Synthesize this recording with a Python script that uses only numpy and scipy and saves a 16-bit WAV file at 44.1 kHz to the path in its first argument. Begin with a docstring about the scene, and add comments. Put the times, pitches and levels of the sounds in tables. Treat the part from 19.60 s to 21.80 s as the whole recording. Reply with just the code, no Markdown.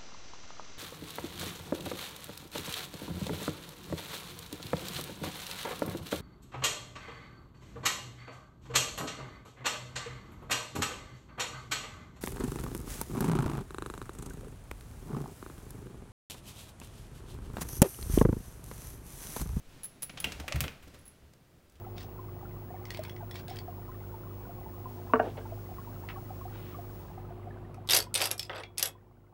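"""Metal collar tags touch in short, very high jingles as two small dogs move about a carpeted landing.
One dog trots off: its paws thump the floor and scuff the carpet, with a run of dry clicks and snaps
and two tiny creaks. Coats and paws rustle on the carpet over a faint room rumble."""
import sys
import numpy as np
from scipy import signal
from scipy.fft import rfft, irfft
from scipy.io import wavfile

SR = 44100
rng = np.random.default_rng(int(sys.argv[2]) if len(sys.argv) > 2 else 0)


def waveform_to_disk(signal):
    """Save audio, clipped to [-1, 1], as 16-bit WAV at the path in sys.argv[1]."""
    frames = np.transpose(np.atleast_2d(signal))
    scaled = np.clip(frames, -1, 1) * 32767
    samples = np.round(scaled).astype(np.int16)
    wavfile.write(sys.argv[1], SR, samples)


N = 97020
TIME = np.arange(N) / SR


def from_db(db):
    """Decibels to gain."""
    return 10 ** (np.asarray(db) / 20)


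def fade(t60_s, size=N):
    """Exponential decay, down 60 dB after t60_s."""
    return np.exp(-np.log(1000) * TIME[:size] / t60_s)


def unit(x):
    """Scale to energy 1."""
    return x / np.sqrt(np.sum(x ** 2) + 1e-30)


def burst(x, db, window_s=.005):
    """Scale to the energy of a burst of window_s at this rms level."""
    return from_db(db) * np.sqrt(window_s * SR) * unit(x)


def at_hz(points, hz):
    """Read a table on a log-frequency axis."""
    points_hz, values = np.transpose(points)
    return np.interp(np.log(np.maximum(hz, 1)), np.log(points_hz), values)


def level(rows):
    """Level curve to gain per sample."""
    return from_db(np.interp(TIME, *np.transpose(rows)))


def noise(spectrum, size=N):
    """Coloured noise of rms 1."""
    gain = from_db(at_hz(spectrum, np.fft.rfftfreq(size, 1 / SR)))
    return unit(irfft(rfft(rng.standard_normal(size)) * gain, size)) * np.sqrt(size)


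def band(x, low_hz, high_hz, order=2):
    """Causal band-pass."""
    sos = signal.butter(order, [low_hz, high_hz], "band", fs=SR, output="sos")
    return signal.sosfilt(sos, x + 1e-18)


def add(out, start_s, x):
    """Mix x in at start_s."""
    i = int(start_s * SR)
    out[i:i + len(x)] += x[:N - i]


def causal(gain):
    """Spectrum of the minimum-phase filter with these gains."""
    cepstrum = irfft(np.log(gain))
    cepstrum[1:] *= 2
    cepstrum[len(cepstrum) // 2:] = 0
    return np.exp(rfft(cepstrum))


def chatter(t60_s, size, build_s, uneven_db, flatness=.6):
    """Dying run of tiny uneven contacts, spectrum evened out to have no pitch; energy 1."""
    grains = rng.standard_normal(size) * from_db(uneven_db * np.clip(rng.standard_normal(size), -2, 2))
    spectrum = rfft(grains * fade(t60_s, size) * (1 - np.exp(-TIME[:size] / build_s)))
    return unit(irfft(spectrum * causal((np.abs(spectrum) + 1e-9) ** -flatness)))


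def room_tone(air_db=-63.5, hum_hz=120.3, hum_db=-77):
    """Deep rumble that swells and sinks, steady room air and a faint hum."""
    # Each row: time in seconds, rms level in dB.
    rumble_level = [(0, -51.5), (.13, -60), (.2, -64.5), (.55, -68.5), (.8, -72), (1, -51), (1.15, -58),
                    (1.7, -80), (2.2, -72)]
    # Each row: frequency in Hz, relative level in dB.
    rumble_spectrum = [(20, 10), (32, 8), (50, 1), (90, -12), (300, -54)]
    # Each row: frequency in Hz, relative level in dB.
    air_spectrum = [(25, -7), (45, -6), (75, 3), (160, 0), (230, -7.5), (350, -5.5), (660, -11.5),
                    (900, -20), (1400, -19), (4000, -34), (15500, -29.5)]
    rumble = level(rumble_level) * noise(rumble_spectrum)
    air = from_db(air_db) * noise(air_spectrum)
    return rumble + air + from_db(hum_db) * np.sin(2 * np.pi * hum_hz * TIME)


def room_tail(build_s=0.0012):
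    """Diffuse reflections that build up quickly and die sooner in the treble."""
    # Each row: frequency in Hz, T60 in seconds.
    decay_times = [(100, 0.33), (500, 0.49), (2500, 0.42), (6000, 0.29), (14000, 0.27)]
    # Each row: frequency in Hz, relative level in dB.
    colour = [(100, 7.5), (700, -2), (2500, -4), (6000, -8), (14000, -4.5)]
    tail, edges_hz = np.zeros(N), np.geomspace(40, 19000, 10)
    for low_hz, high_hz in zip(edges_hz, edges_hz[1:]):
        mid_hz = np.sqrt(low_hz * high_hz)
        envelope = fade(at_hz(decay_times, mid_hz)) * from_db(at_hz(colour, mid_hz))
        tail += band(rng.standard_normal(N), low_hz, high_hz) * envelope
    return unit(tail * (1 - np.exp(-TIME / build_s)))


def rustle():
    """Coats and paws brush the carpet."""
    # Each row: time in seconds, rms level in dB.
    rustle_level = [(0, -62), (.12, -56.5), (.22, -56.5), (.31, -60), (.41, -61.5), (.55, -57),
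                    (.68, -46.5), (.79, -52), (.86, -54), (.95, -48.5), (1.06, -52), (1.19, -60.5),
                    (1.35, -58.5), (1.5, -62.5), (1.8, -67), (2.2, -67.5)]
    # Each row: frequency in Hz, relative level in dB.
    spectrum = [(150, 12), (400, 2), (1000, -2.5), (2600, -4), (5000, -8.5), (9000, -13.5), (15000, -18)]
    return level(rustle_level) * noise(spectrum)


def creaks(overtone_db=-16):
    """Short, nearly pure creaks that swell and stop."""
    # Each row: start in seconds, pitch in Hz, level in dB, length in seconds.
    creak_events = [(0.841, 710, -40, 0.0054), (0.913, 611, -37, 0.016)]
    out = np.zeros(N)
    for start_s, hz, db, length_s in creak_events:
        t = TIME[TIME < length_s]
        phase = 2 * np.pi * hz * t
        tone = np.sin(phase) + from_db(overtone_db) * np.sin(2 * phase)
        add(out, start_s, from_db(db) * np.sin(np.pi * t / length_s) * tone)
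    return out


def clicks(size=4096):
    """Sharp contacts with fine chatter, coloured by one short ring, a hard edge and a bright top."""
    # Each row: start in seconds, level in dB, ring boost in dB, ring frequency in Hz, edge in dB,
    # top in dB, chatter share of the energy (0-1), chatter T60 in seconds.
    contacts = [(0.4952, -42.5, 8, 2700, -6.5, -31, 0.93, 0.045),
                (0.5732, -38.5, 9.5, 3300, -8, -30, 0.98, 0.067),
                (.6025, -42.5, 4, 2970, -1, -5, 0.8, 0.042),
                (.6429, -26.5, 19.5, 2950, -7, -14, 0.77, 0.0086),
                (0.6473, -31, 17, 2830, -11, -13, .3, 0.012),
                (0.6514, -37, 14.5, 2350, -11, -16, 0.76, 0.022),
                (0.7211, -38, 2, 2690, -2, -19, 0.6, 0.043),
                (0.7996, -39.5, 1, 2400, -9.5, -17, 0.76, 0.033),
                (0.8806, -32, 8, 2550, -10.5, -18, 0.72, 0.033),
                (0.9236, -30.5, 7.5, 2600, -1, -26, 0.48, 0.023),
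                (0.9584, -36, 7.5, 2200, -8, -9.5, 0.83, 0.028), (1.0064, -25, 9, 2570, 1, 3, 0.4, 0.043),
                (1.0394, -34, 8.5, 3100, -14.5, -19, 0.86, 0.032),
                (1.081, -37.5, 9.5, 2730, -5.5, -35, 0.2, 0.04),
                (1.226, -51, 5, 2800, -13, -11, 0.92, 0.14), (1.277, -55, -1, 2900, -7, -12, 0.8, 0.052),
                (1.34, -51, 1, 2910, -8, -15, 0.93, 0.14), (1.7363, -59, -7, 2720, -7.5, -18, 0.4, 0.019),
                (2.098, -63, -4, 2760, 8, 3, 0.6, 0.018), (2.1225, -65.5, -1, 2800, 2, 0, .5, 0.024),
                (2.156, -62, 7, 3000, -3, -14, 0.64, 0.084)]
    out, hz = np.zeros(N), np.fft.rfftfreq(size, 1 / SR)
    for start_s, db, ring_db, ring_hz, edge_db, top_db, share, t60_s in contacts:
        force = np.sqrt(share) * chatter(t60_s, size, build_s=0.0025, uneven_db=3)
        force[0] -= np.sqrt(1 - share)  # first contact
        colour = [(60, -11), (400, -3.5), (1400, -0.5), (6000, edge_db),
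                  (10000, (edge_db + top_db) / 2 - 1), (14500, top_db)]
        width_hz = 2020 * 2 ** (-ring_db / 16)  # a stronger ring is narrower
        boost_db = ring_db / (1 + np.abs(2 * (hz - ring_hz) / width_hz) ** 3)
        response = causal(from_db(at_hz(colour, hz) + boost_db))
        add(out, start_s, burst(irfft(rfft(force) * response), db))
    return out


def paws(size=16384, floor_build_s=0.0037, damp_s=0.088, scuff_t60_s=.17):
    """A soft push sets the floor booming, the next paw damps it a little; the pad scuffs the carpet."""
    # Each row: start in seconds, thump peak in dB, push length in seconds, scuff level in dB.
    steps = [(0.161, -51.5, 0.0058, -62), (0.357, -62, 0.0032, -54.5), (0.425, -56, 0.0085, -59),
             (0.493, -57, 0.0024, -50), (0.534, -46, 0.0021, -52), (0.636, -39, 0.0099, -42),
             (.664, -48, 0.0035, -41), (.745, -42.5, 0.0135, -50), (.787, -40, 0.013, -38.5),
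             (0.9428, -23, 0.0088, -37.5), (.9745, -36, 0.0077, -52.5), (1.0111, -29, 0.0061, -39),
             (1.043, -42, 0.0039, -40), (1.077, -62, 0.0063, -53), (1.217, -50, 0.011, -61),
             (1.264, -52, 0.011, -50), (1.334, -53, 0.0082, -49), (1.458, -61, 0.015, -56),
             (1.622, -54, 0.015, -54), (1.932, -58, 0.0077, -60), (2.139, -55.5, 0.013, -64)]
    # Each row: frequency in Hz, relative level in dB, T60 in seconds.
    floor_modes = [(75.3, -9, 0.35), (119.4, -7, 0.18), (144, 1.5, 0.11), (181.8, -15, 0.65),
                   (283, -11, 0.27)]
    # Each row: frequency in Hz, relative level in dB.
    scuff_spectrum = [(30, -39), (80, -13), (180, -3), (300, -1.5), (420, -8), (700, -11.5), (1200, -29),
                      (3000, -24), (12000, -53)]
    out, t = np.zeros(N), TIME[:size]
    floor = sum(from_db(db) * fade(t60_s, size) * np.sin(2 * np.pi * hz * t)
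                for hz, db, t60_s in floor_modes)
    floor = band(floor * (1 - np.exp(-t / floor_build_s)), low_hz=48.3, high_hz=860, order=1)
    next_starts_s = [row[0] for row in steps[1:]] + [N / SR]
    for (start_s, thump_db, push_s, scuff_db), next_s in zip(steps, next_starts_s):
        push = np.sin(np.pi * np.minimum(t / push_s, 1)) ** 2
        damping = np.exp(-np.maximum(start_s + t - next_s, 0) / damp_s)
        thump = signal.fftconvolve(push, floor)[:size] * damping
        add(out, start_s, -from_db(thump_db) * thump / np.abs(thump).max())
        scuff = noise(scuff_spectrum, size) * fade(scuff_t60_s, size) * (1 - np.exp(-t / push_s))
        add(out, start_s, from_db(scuff_db) * scuff)
    return out


def tag_ring(tilt_db_per_khz, size, centre_hz=10600, detune_hz=29, free_db=-14.5, free_t60_s=.3):
    """Close, slightly detuned metal modes beat; each drops fast, then rings on faintly."""
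    # Each row: frequency in Hz, relative level in dB, T60 of the fast drop in seconds.
    modes = [(10020, -12, .03), (10200, 0, .045), (10440, -6, .035), (10670, -3, .04), (10790, 0, .04),
             (11000, -5, .035), (11280, -13, .025), (13850, -21, .03), (15080, -20, .03)]
    ring = np.zeros(size)
    for hz, db, t60_s in modes:
        offset_khz = np.clip(hz - centre_hz, -500, 500) / 1000
        envelope = fade(t60_s, size) + from_db(free_db) * fade(free_t60_s, size)
        cycles = (hz + detune_hz * rng.normal()) * TIME[:size] + rng.random()
        ring += from_db(db + tilt_db_per_khz * offset_khz) * envelope * np.sin(2 * np.pi * cycles)
    return ring


def tags(size=16384, stop_s=0.0037, clash_t60_s=0.063, tick_db=-4.5):
    """Each touch is a tick and a brief clash; it stops the earlier ring and starts a new one."""
    # Each row: start in seconds, ring level in dB, clash level in dB, tilt of the modes in dB per kHz.
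    touches = [(0.2337, -39, -53, 7), (0.2358, -40, -45, -3), (0.2429, -35.5, -43, 3),
               (0.253, -37, -45.5, 17), (.258, -46, -52, 5), (0.4218, -34, -43.5, 11),
               (0.4239, -40, -39, -2), (0.4292, -44, -34, -3), (0.431, -33, -39.5, -2),
               (0.4352, -35.5, -52, 1), (0.4382, -37, -53, 2), (0.602, -35, -37, -14),
               (0.606, -41, -57, -13), (1.389, -59, -63, 1), (1.412, -64, -70, 7), (1.4545, -52.5, -60, 0),
               (1.463, -55, -57, 3), (1.479, -47.5, -56, 4)]
    # Each row: frequency in Hz, relative level in dB.
    clash_spectrum = [(300, -7.5), (1000, -2), (3500, 0.5), (8000, -1.5), (11000, 0), (15000, 7)]
    out, t = np.zeros(N), TIME[:size]
    metal = causal(from_db(at_hz(clash_spectrum, np.fft.rfftfreq(size, 1 / SR))))
    next_starts_s = [row[0] for row in touches[1:]] + [N / SR]
    for (start_s, ring_db, clash_db, tilt_db_per_khz), next_s in zip(touches, next_starts_s):
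        ring = burst(tag_ring(tilt_db_per_khz, size), ring_db)
        damping = np.exp(-np.maximum(start_s + t - next_s, 0) / stop_s)
        force = chatter(clash_t60_s, size, build_s=0.00025, uneven_db=6.5)
        force[0] = from_db(tick_db)
        clash = burst(irfft(rfft(force) * metal), clash_db)
        add(out, start_s, ring * damping + clash)
    return out


def scene():
    """Tags, clicks, paws and creaks with their reflections, over rustle and room tone; mono."""
    sources = [(tags(), -12), (clicks(), -9), (paws(), -22), (creaks(), -7)]
    direct = sum(x for x, _ in sources)
    room_send = sum(x * from_db(send_db) for x, send_db in sources)
    reflections = signal.fftconvolve(room_send, room_tail())[:N]
    return (direct + reflections + rustle() + room_tone())[None]


def record(dry, cutoff_hz=15750):
    """Steep low-pass."""
    return signal.sosfilt(signal.ellip(10, .2, 70, cutoff_hz, fs=SR, output="sos"), dry)


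dry = scene()
out = record(dry)
waveform_to_disk(out)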